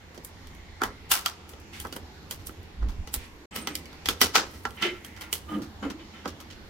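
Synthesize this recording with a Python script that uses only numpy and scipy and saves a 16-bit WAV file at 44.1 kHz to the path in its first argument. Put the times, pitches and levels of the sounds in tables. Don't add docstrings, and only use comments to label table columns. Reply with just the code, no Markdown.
import sys
import numpy as np
from scipy import signal
from scipy.io import wavfile
from scipy.ndimage import uniform_filter1d

SR = 44100
rng = np.random.default_rng(int(sys.argv[2]) if len(sys.argv) > 2 else 0)


def generate_wav(sig):
    pcm = np.round(np.clip(np.atleast_2d(sig).T, -1, 1) * 32767).astype(np.int16)
    wavfile.write(sys.argv[1], SR, pcm)


N = 295029

# f/Hz, relative level per Hz/dB
BED_SPECTRUM = [(100, -23), (135, -3), (358, -5.5), (634, -14), (818, -9.5), (1230, -15.5), (1950, -14.5),
                (2600, -17.5), (4020, -20), (6150, -24.5), (8000, -34), (9800, -36.5), (12500, -32),
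                (16000, -51)]
BED_DB, LATE_BODY_DB, LATE_TREBLE_DB = -49.5, 2.16, 1.5
SILENCE_S = (3.459, 3.509)

# t/s, hold/s, wind level/dB, low roar or thump level/dB
LOW_SWELLS = [(0.46, 0.15, -45.5, -54), (0.68, 0.055, -52, -51), (0.86, 0.037, -46, -49),
              (1.0, 0.054, -55, -50), (1.15, 0.04, -55, -58), (1.82, 0.033, -51, -50),
              (2.3, 0.36, -53, -51), (2.84, 0.042, -25, -41), (2.99, 0.023, -32.5, -38),
              (3.17, 0.016, -38, -44.5), (3.28, 0.03, -46.5, -52), (4.1, 0.01, -44.5, -39),
              (4.25, 0.013, -57, -38.5), (4.93, 0.038, -48, -58), (5.83, 0.03, -66, -46),
              (6.6, 0.04, -58, -51)]
ROAR_DB, BREEZE_DB, FLICKER_DB = -51.5, -60, 4

# t/s, level/dB, thud/dB, knock/dB, sizzle/dB, tail/dB, tail t60/s, left minus right/dB,
# log ring f/Hz, lead-in level/dB; thud, knock, sizzle, tail and lead-in are relative to the pop's level
POPS = [(0.1457, -48.5, -1, -1, -4, 4, 0.15, 0.0, 1350, -15),
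        (0.177, -40.5, 6, -6, -8, 1.5, 0.063, -2, 939, -15),
        (0.248, -40.5, -28, -29, 12.5, -2.5, 0.12, 0, 4850, -11),
        (0.471, -42, -20, -17, -4, -4, 0.14, 1, 2250, -16),
        (0.5493, -50.5, -14, -12, 2, -7, 0.15, -1, 1800, -16),
        (0.8178, -27.5, 6.5, 17, -5, -5, 0.1, 0.5, 1200, -12),
        (0.836, -20.5, -2.5, 5, -3, -5, 0.12, -1, 980, -8),
        (1.1161, -12.5, -25, -5, 2.5, 1, 0.19, 0, 2870, -1),
        (1.2606, -15, -31, -4, -4, -4.5, 0.13, 0, 1295, -9.5),
        (1.492, -42.5, -12, -12, 5, -3.5, 0.19, 1, 1220, -9),
        (1.5356, -45.5, 3, 2, -15, -8, 0.1, 5, 1120, -26),
        (1.6, -58.5, -8, -10, 10, -3, 0.13, 6, 1030, -12),
        (1.8005, -35, -20, -7, 8, -2.5, 0.17, 1.5, 3200, -10),
        (1.85, -42.5, 9.5, 16, -1.5, 4.5, 0.054, -1.5, 1210, -4),
        (1.87, -42, -15, -16, 1, -5, 0.17, 1, 1200, -16),
        (1.9257, -31.5, -3, -11, -3, -1, 0.11, -4, 1470, -14),
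        (1.9641, -33.5, 4, 4, 2.5, -4.5, 0.1, -0.5, 1420, -5),
        (2.2293, -51.5, 10.5, 3, -20, -7, 0.17, 1.0, 1640, -16),
        (2.31, -27.5, -13, -7, 3, -1, 0.13, -0.5, 3100, -11),
        (2.3943, -52, 2, -6, -7, 5.5, 0.33, -2, 1020, -16),
        (2.47, -37, -8, -13, 10.5, -2.5, 0.13, -1.0, 5740, -2),
        (2.4938, -45.5, 9, 12, -10, -9, 0.097, -1, 1190, -7),
        (2.631, -57, -2, -12, 9, -10, 0.14, 1.0, 1630, -16),
        (2.8285, -51, 10, 15, -41, -2.5, 0.22, 0, 1640, 4),
        (2.887, -42.5, -12, -1.5, -6.5, 1, 0.24, 0, 1050, -4),
        (3.074, -34, -4.5, -6, -8, -4, 0.15, -1, 2960, -14),
        (3.14, -25, -10.5, -9, 9.5, -0.5, 0.095, -0.5, 3860, -8.5),
        (3.5617, -27.5, -7.5, -5.5, 0, -1, 0.19, -1, 3030, 3.5),
        (3.6726, -22.5, -8.5, -2, -6.5, -1.5, 0.11, -0.5, 3120, -20),
        (3.7535, -22.5, -20, -32, 2, -8, 0.15, -1, 5020, -13),
        (3.8564, -40.5, -12, -19, -5, -5, 0.14, -2.5, 2190, -18),
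        (3.9295, -45, -4, 3.5, -5.5, -1.5, 0.12, -3.5, 2010, -16),
        (4.0581, -20, -18, -9, -8.5, -2.5, 0.15, -1, 3330, -15),
        (4.087, -14, -9.5, -4.5, -3.5, -3, 0.13, -1, 3280, -25),
        (4.2074, -23.5, -24, -18, -11, 4, 0.086, -9, 3160, -25),
        (4.215, -6.5, -12, -5, -1.5, -1.5, 0.14, -0.5, 5520, -12),
        (4.355, -8.5, -15, -3, -12, 1.5, 0.15, -0.5, 1380, -1),
        (4.5383, -47.5, -2, -13, -4, 6.5, 0.24, -1, 2050, -17),
        (4.6526, -26.5, -3, 10.5, -17, -4, 0.089, -3, 1290, -18),
        (4.707, -42, -12, -4, -2, -10, 0.14, -3.0, 1620, -16),
        (4.8245, -22, -11, -5, -11, -1.5, 0.21, 0.5, 3130, 0),
        (5.0471, -37.5, -17, -3, 3.5, -3, 0.18, -1, 1980, -18),
        (5.1642, -44.5, -20, -1, -9, 4.5, 0.16, -4, 2070, -16),
        (5.2103, -35, -12, -4, -1, 4, 0.13, -1.5, 2180, -9),
        (5.3279, -20.5, -14.5, -10.5, 4, -1, 0.14, -1.5, 3100, -13),
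        (5.6187, -43, -5, -6, -7, 8.5, 0.16, -3.0, 1370, -16),
        (5.8271, -42.5, 6, 14, -32, 3.5, 0.15, 1, 1273, -19),
        (5.8646, -58, 19, 3, -12, -10, 0.15, -2.0, 1307, -10),
        (5.901, -36.5, -23, -3, -9.5, 9.5, 0.072, 0, 1010, -16),
        (6.2568, -31, 8.5, 9.5, -17, -2, 0.087, -1, 1250, -5),
        (6.2771, -36, -15, -26, -8, 8, 0.1, -2, 1194, -16),
        (6.4023, -39, -13, -2, -3, 3, 0.094, -1, 1210, -20),
        (6.5026, -43, -15, -13, -16, 8.5, 0.15, -5, 3000, -11)]
# low f/Hz, high f/Hz, crack decay/s, factor on tail t60, stereo likeness/0-1, left minus right/dB
POP_BANDS = [(192, 520, 0.0034, 2.58, 0.97, -1), (731, 1670, 0.0017, 1.48, 0.21, 1),
             (1820, 6360, 0.0018, 1.274, 0.05, 3.5), (7130, 15300, 0.0021, 1.03, 0.02, -1)]
# f/Hz, relative level/dB, t60/s before the cap in basin_ring()
BASIN_MODES = [(295, -20, 0.66), (799, -6, 0.22), (1030, -14, 0.14), (1340, -3, 1.2), (1975, -1, 0.1),
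               (3000, 0, 0.13), (3213, 0.5, 0.17), (3425, -6.5, 0.096), (4240, -21, 0.17), (4720, -2, 0.15),
               (4460, -10.5, 0.17), (4880, -26, 0.18), (5740, -5.5, 0.095)]
LEAD_IN_S, TAIL_BUILD_S = 0.0061, 0.004
SNAP_DB, CRACK_DB, WOOD_DB, BASIN_DB = 6, 7, -5.5, -12

# t/s, hold/s, level/dB
RUSHES = [(0.42, 0.68, -59), (3.78, 0.19, -61), (4.98, 0.33, -57)]
# t/s, hold/s, level/dB
STEAM_JETS = [(1.735, 0.045, -44.5), (3.16, 0.092, -49)]

# f/Hz (None if it bends), width/Hz, rub low f/Hz, rub high f/Hz, rub over ring/dB, stereo likeness/0-1
GRATE_MODES = [(None, 41, 290, 590, -11, 0.88), (None, 40, 650, 1700, -3, .4),
               (215, 24, 128, 252, -5, 0.99), (2080, 260, 1570, 3050, 4.5, 0.34),
               (3039.5, 76, 2502, 3770, -3.5, 0.3)]
# delay/s, rise/(dB/s), fall/(dB/s)
SLIP_ENVELOPES = [(0.03, 447, 202), (0.002, 699, 205), (0.0035, 600, 128), (0.00099, 1500, 185),
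                  (0.00067, 1800, 305)]
# t/s, hold/s, drone/dB, scrape/dB, groan/dB, rasp/dB, high ring/dB,
# drone f/Hz, scrape f/Hz
SLIPS = [(3.525, 0.018, -57, -52, -53, -47.5, -56, 305, 1246),
         (3.562, 0.02, -47, -45, -44, -44.5, -51, 293, 1294),
         (3.672, 0.019, -44.5, -47.5, -48, -45, -52, 311.8, 1280),
         (4.775, 0.025, -61, -58, -56, -43, -52, 333.3, 1320),
         (4.827, 0.018, -31, -34.5, -46, -28.5, -26, 360, 1345),
         (5.06, 0.13, -58, -68, -56, -56, -74, 305, 1260),
         (5.215, 0.028, -54, -51, -61, -49, -55, 319.6, 1403),
         (5.49, 0.04, -36.5, -42.5, -60, -70, -50.5, 314.3, 1205),
         (5.54, 0.015, -31.5, -40, -29.5, -59, -51, 307.2, 1223),
         (5.832, 0.013, -29, -44, -41.5, -46.5, -47, 284.6, 1350),
         (5.995, 0.015, -51, -63, -50.5, -55, -52.5, 325, 1270),
         (6.14, 0.053, -71, -57.5, -51.5, -54, -61, 298, 1345)]

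# t/s, hold/s, level/dB, start f/Hz, top f/Hz, climb/s
WHISTLES = [(3.555, 0.07, -50.5, 7160, 8900, 0.05), (5.81, 0.027, -66, 7000, 7000, 0.012)]
# t/s, hold/s, level/dB
SIZZLES = [(4.5, 0.33, -60), (4.95, 0.6, -69)]


def undb(db):
    return 10 ** (np.asarray(db) / 20)


def level(x, db):
    return x * undb(db) / np.sqrt(np.mean(x ** 2))


def band(x, lo_hz, hi_hz, order=2):
    sos = signal.butter(order, [lo_hz, min(hi_hz, 20000)], "bandpass", fs=SR, output="sos")
    return signal.sosfilt(sos, x)


def pan(lean_db):
    return undb([[lean_db / 2], [-lean_db / 2]])


def stereo_noise(like, size=N):
    mid, side = rng.standard_normal((2, size))
    return (np.sqrt(1 + like) * mid + np.sqrt(1 - like) * side * np.array([[1], [-1]])) / np.sqrt(2)


def wander(rate_hz):
    hold = int(SR / rate_hz)
    steps = np.repeat(rng.standard_normal(N // hold + 1), hold)
    return 0.77 * uniform_filter1d(uniform_filter1d(steps, hold), hold)[:N]


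def noisy_tone(hz, width_hz, like, steady=0.71):
    phase = 2 * np.pi * np.cumsum(np.broadcast_to(hz, N)) / SR
    lowpass = signal.butter(2, width_hz / 2, fs=SR, output="sos")
    slow = [level(signal.sosfilt(lowpass, stereo_noise(like)), 0) for _ in range(2)]
    return level((steady + slow[0]) * np.cos(phase) + slow[1] * np.sin(phase), 0)


def swells(cues, rise, fall, delay_s=0., column=2):
    t, power = np.arange(N) / SR, 0
    for cue in cues:
        since = t - cue[0] - delay_s
        db = cue[column] + rise * np.minimum(since, 0) - fall * np.maximum(since - cue[1], 0)
        power = power + undb(2 * db)
    return np.sqrt(power)


def current_cue(cues, lead_s):
    t, cues = np.arange(N) / SR, np.array(cues)
    k = np.maximum(np.searchsorted(cues[:, 0] - lead_s, t) - 1, 0)
    return cues[k].T, t - cues[k, 0]


def garden_bed():
    out, noise = 0, rng.standard_normal((2, 2, N))
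    late, drift = np.arange(N) / SR > SILENCE_S[0], wander(1.18)
    body_db = LATE_BODY_DB * late + 2.3 * drift
    treble_db = LATE_TREBLE_DB * late + 0.4 * drift
    curve_hz, curve_db = np.transpose(BED_SPECTRUM)
    for k, hz in enumerate(100 * 2 ** np.arange(0, 7.4, 1 / 3)):
        db = np.interp(np.log(hz), np.log(curve_hz), curve_db) + 10 * np.log10(hz)
        high = np.clip(np.log2(hz / 2000) / 4.7, 0, 1)
        db = db + (1 - high) * body_db + high * treble_db + 2.9 * wander(8)
        mid, side = level(band(noise[k % 2], hz / 2 ** (1 / 6), hz * 2 ** (1 / 6)), 0)
        width = 0.19 + 0.91 / np.sqrt(1 + (1100 / hz) ** 3)
        out = out + undb(db) * (mid + width * side * np.array([[1], [-1]])) / np.sqrt(1 + width ** 2)
    return level(out, BED_DB)


def roar_and_wind():
    surge = np.hypot(undb(ROAR_DB + FLICKER_DB * wander(15)), swells(LOW_SWELLS, 260, 230, column=3))
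    wind = np.hypot(undb(BREEZE_DB + FLICKER_DB * wander(6.8)), swells(LOW_SWELLS, 260, 230))
    roar = noisy_tone(80, 33.6, 0.94) * surge
    rumble = noisy_tone(28, 28, 0.86) + undb(3) * noisy_tone(58, 16.7, 1)
    buffet = level(rumble, 0) + level(band(stereo_noise(0.83), 162, 290), -19.5)
    return (roar + buffet * wind) * pan(-1)


def ember_ticks(per_s=5.5, softest_db=-76, decay_s=0.011):
    when, strength = rng.random((int(per_s * N / SR), 2)).T
    hits = np.zeros(N)
    hits[(when * N).astype(int)] = undb(softest_db - 1.6 * np.log(1 - strength))
    envelope = signal.lfilter([1], [1, -np.exp(-1 / (decay_s * SR))], hits)
    return level(band(stereo_noise(0.22), 3600, 20000), 0) * envelope


def sap_pops():
    lead = SR // 40
    out, t = np.zeros((2, N + SR)), np.arange(-lead, SR // 5) / SR
    after = np.maximum(t, 0)
    snap = undb(SNAP_DB) * (t == 0)
    build_up = 1 - np.exp(-after / TAIL_BUILD_S)
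    for at_s, db, thud_db, knock_db, sizzle_db, tail_db, t60, pan_db, wood_hz, lead_in_db in POPS:
        splinters = np.repeat(rng.standard_normal(len(t) // 64 + 1), 64)[:len(t)]
        lead_in = undb(lead_in_db) * np.exp(np.minimum(t, 0) / LEAD_IN_S)
        wood_band = (wood_hz / 1.067, wood_hz * 1.061, .002, .8, .5, 0)
        trims_db = (thud_db, knock_db, 0, sizzle_db, WOOD_DB)
        pop = 0
        for (lo, hi, crack_s, stretch, like, lean_db), trim_db in zip(POP_BANDS + [wood_band], trims_db):
            crack = undb(CRACK_DB) * np.exp(-after / crack_s)
            tail = undb(tail_db - 60 * t / max(t60 * stretch, .02) + 2.6 * splinters) * build_up
            envelope = np.where(t < 0, lead_in, crack + tail)
            burst = band((stereo_noise(like, len(t)) + snap) * envelope, lo, hi, order=3)
            pop = pop + level(burst, trim_db) * np.sqrt(np.mean(envelope ** 2)) * pan(lean_db)
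        ring = undb(BASIN_DB) * basin_ring(t, thud_db, knock_db)
        start = int(at_s * SR) - lead
        out[:, start:start + len(t)] += (0.31 * pop + ring) * undb(db) * pan(pan_db)
    return out[:, :N]


def basin_ring(t, thud_db, knock_db):
    hz, mode_db, t60 = np.transpose(BASIN_MODES)[:, :, None]
    strike, detune, spread = rng.standard_normal((len(hz), 3)).T[:, :, None]
    tilt_db = np.interp(np.log(hz), np.log([400, 1200, 3500]), [thud_db, knock_db, 0])
    t60 = np.minimum(t60, .065 * (2000 / hz) ** 0.53)
    modes = undb(mode_db + 4.5 * strike + tilt_db - 60 * np.maximum(t, 0) / t60) * (t > 0)
    phase = 2 * np.pi * hz * (1 + 0.016 * detune) * t
    right_shift = spread * np.minimum(hz / 1500, 1.5)
    return np.array([np.sum(modes * np.sin(phase + shift), axis=0) for shift in (0, right_shift)])


def wall_echo(x, t60_s=0.55, wet_db=-22.5):
    t = np.arange(SR // 2) / SR
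    tail = band(stereo_noise(0.16, len(t)), 400, 9000) * undb(-60 * t / t60_s) * np.minimum(t / 0.017, 1)
    tail = undb(wet_db) * tail / np.sqrt(np.sum(tail[0] ** 2))
    return signal.fftconvolve(x.mean(axis=0)[None], tail, axes=1)[:, :N]


def soft_rush():
    breath = noisy_tone(2050 * (1 + 0.02 * wander(6)), 420, 0.33, steady=0.1)
    return breath * swells(RUSHES, rise=70, fall=320)


def steam_hiss():
    jet = level(band(stereo_noise(0.17), 1600, 3200, order=1), 0)
    return jet * swells(STEAM_JETS, rise=1200, fall=260)


def grate_slide():
    out = 0
    (*_, drone_hz, scrape_hz), since = current_cue(SLIPS, lead_s=.04)
    bends = drone_hz - 60 * np.clip(since, 0, .2), scrape_hz
    for k, (hz, width_hz, lo_hz, hi_hz, rub_db, like) in enumerate(GRATE_MODES):
        delay_s, rise, fall = SLIP_ENVELOPES[k]
        ring = noisy_tone(hz or bends[k], width_hz, like, steady=0.86)
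        rub = level(band(stereo_noise(like), lo_hz, hi_hz), rub_db)
        judder = level((ring + rub) * undb(1.9 * wander(60)), 0)
        out = out + judder * swells(SLIPS, rise, fall, delay_s, column=k + 2)
    ash = band(stereo_noise(0.18), 4000, 15000, order=1) * undb(5.3 * wander(200))
    delay_s, rise, fall = SLIP_ENVELOPES[1]
    return out + level(ash, -17.5) * swells(SLIPS, rise, fall, delay_s, column=3)


def whistles(sag_hz_per_s=2000):
    (*_, start_hz, top_hz, climb_s), since = current_cue(WHISTLES, lead_s=.1)
    climb_hz = top_hz - (top_hz - start_hz) * np.clip(-since / climb_s, 0, 1)
    tone = noisy_tone(climb_hz - sag_hz_per_s * np.clip(since, 0, .3), 520, .4, steady=.3)
    return tone * undb(5 * wander(60)) * swells(WHISTLES, rise=290, fall=110)


def bark_sizzle():
    grit = band(stereo_noise(0.2), 6300, 15800) * undb(4.5 * wander(300) + 2.7 * wander(15))
    return level(grit, 0) * swells(SIZZLES, rise=140, fall=75)


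def scene():
    near = sap_pops() + grate_slide()
    echo = wall_echo(near)
    detail = ember_ticks() + whistles() + steam_hiss() + soft_rush() + bark_sizzle()
    return near + echo + detail + roar_and_wind() + garden_bed()


def record(dry, top_hz=15900):
    mute_s, resume_s = SILENCE_S
    gate = np.interp(np.arange(N) / SR, [mute_s - .004, mute_s, resume_s, resume_s + .002], [1, 0, 0, 1])
    clipped = np.clip(dry * gate * pan(-1.4), -1, 1)
    return signal.sosfilt(signal.ellip(12, .2, 70, top_hz, fs=SR, output="sos"), clipped)


dry = scene()
out = record(dry)
generate_wav(out)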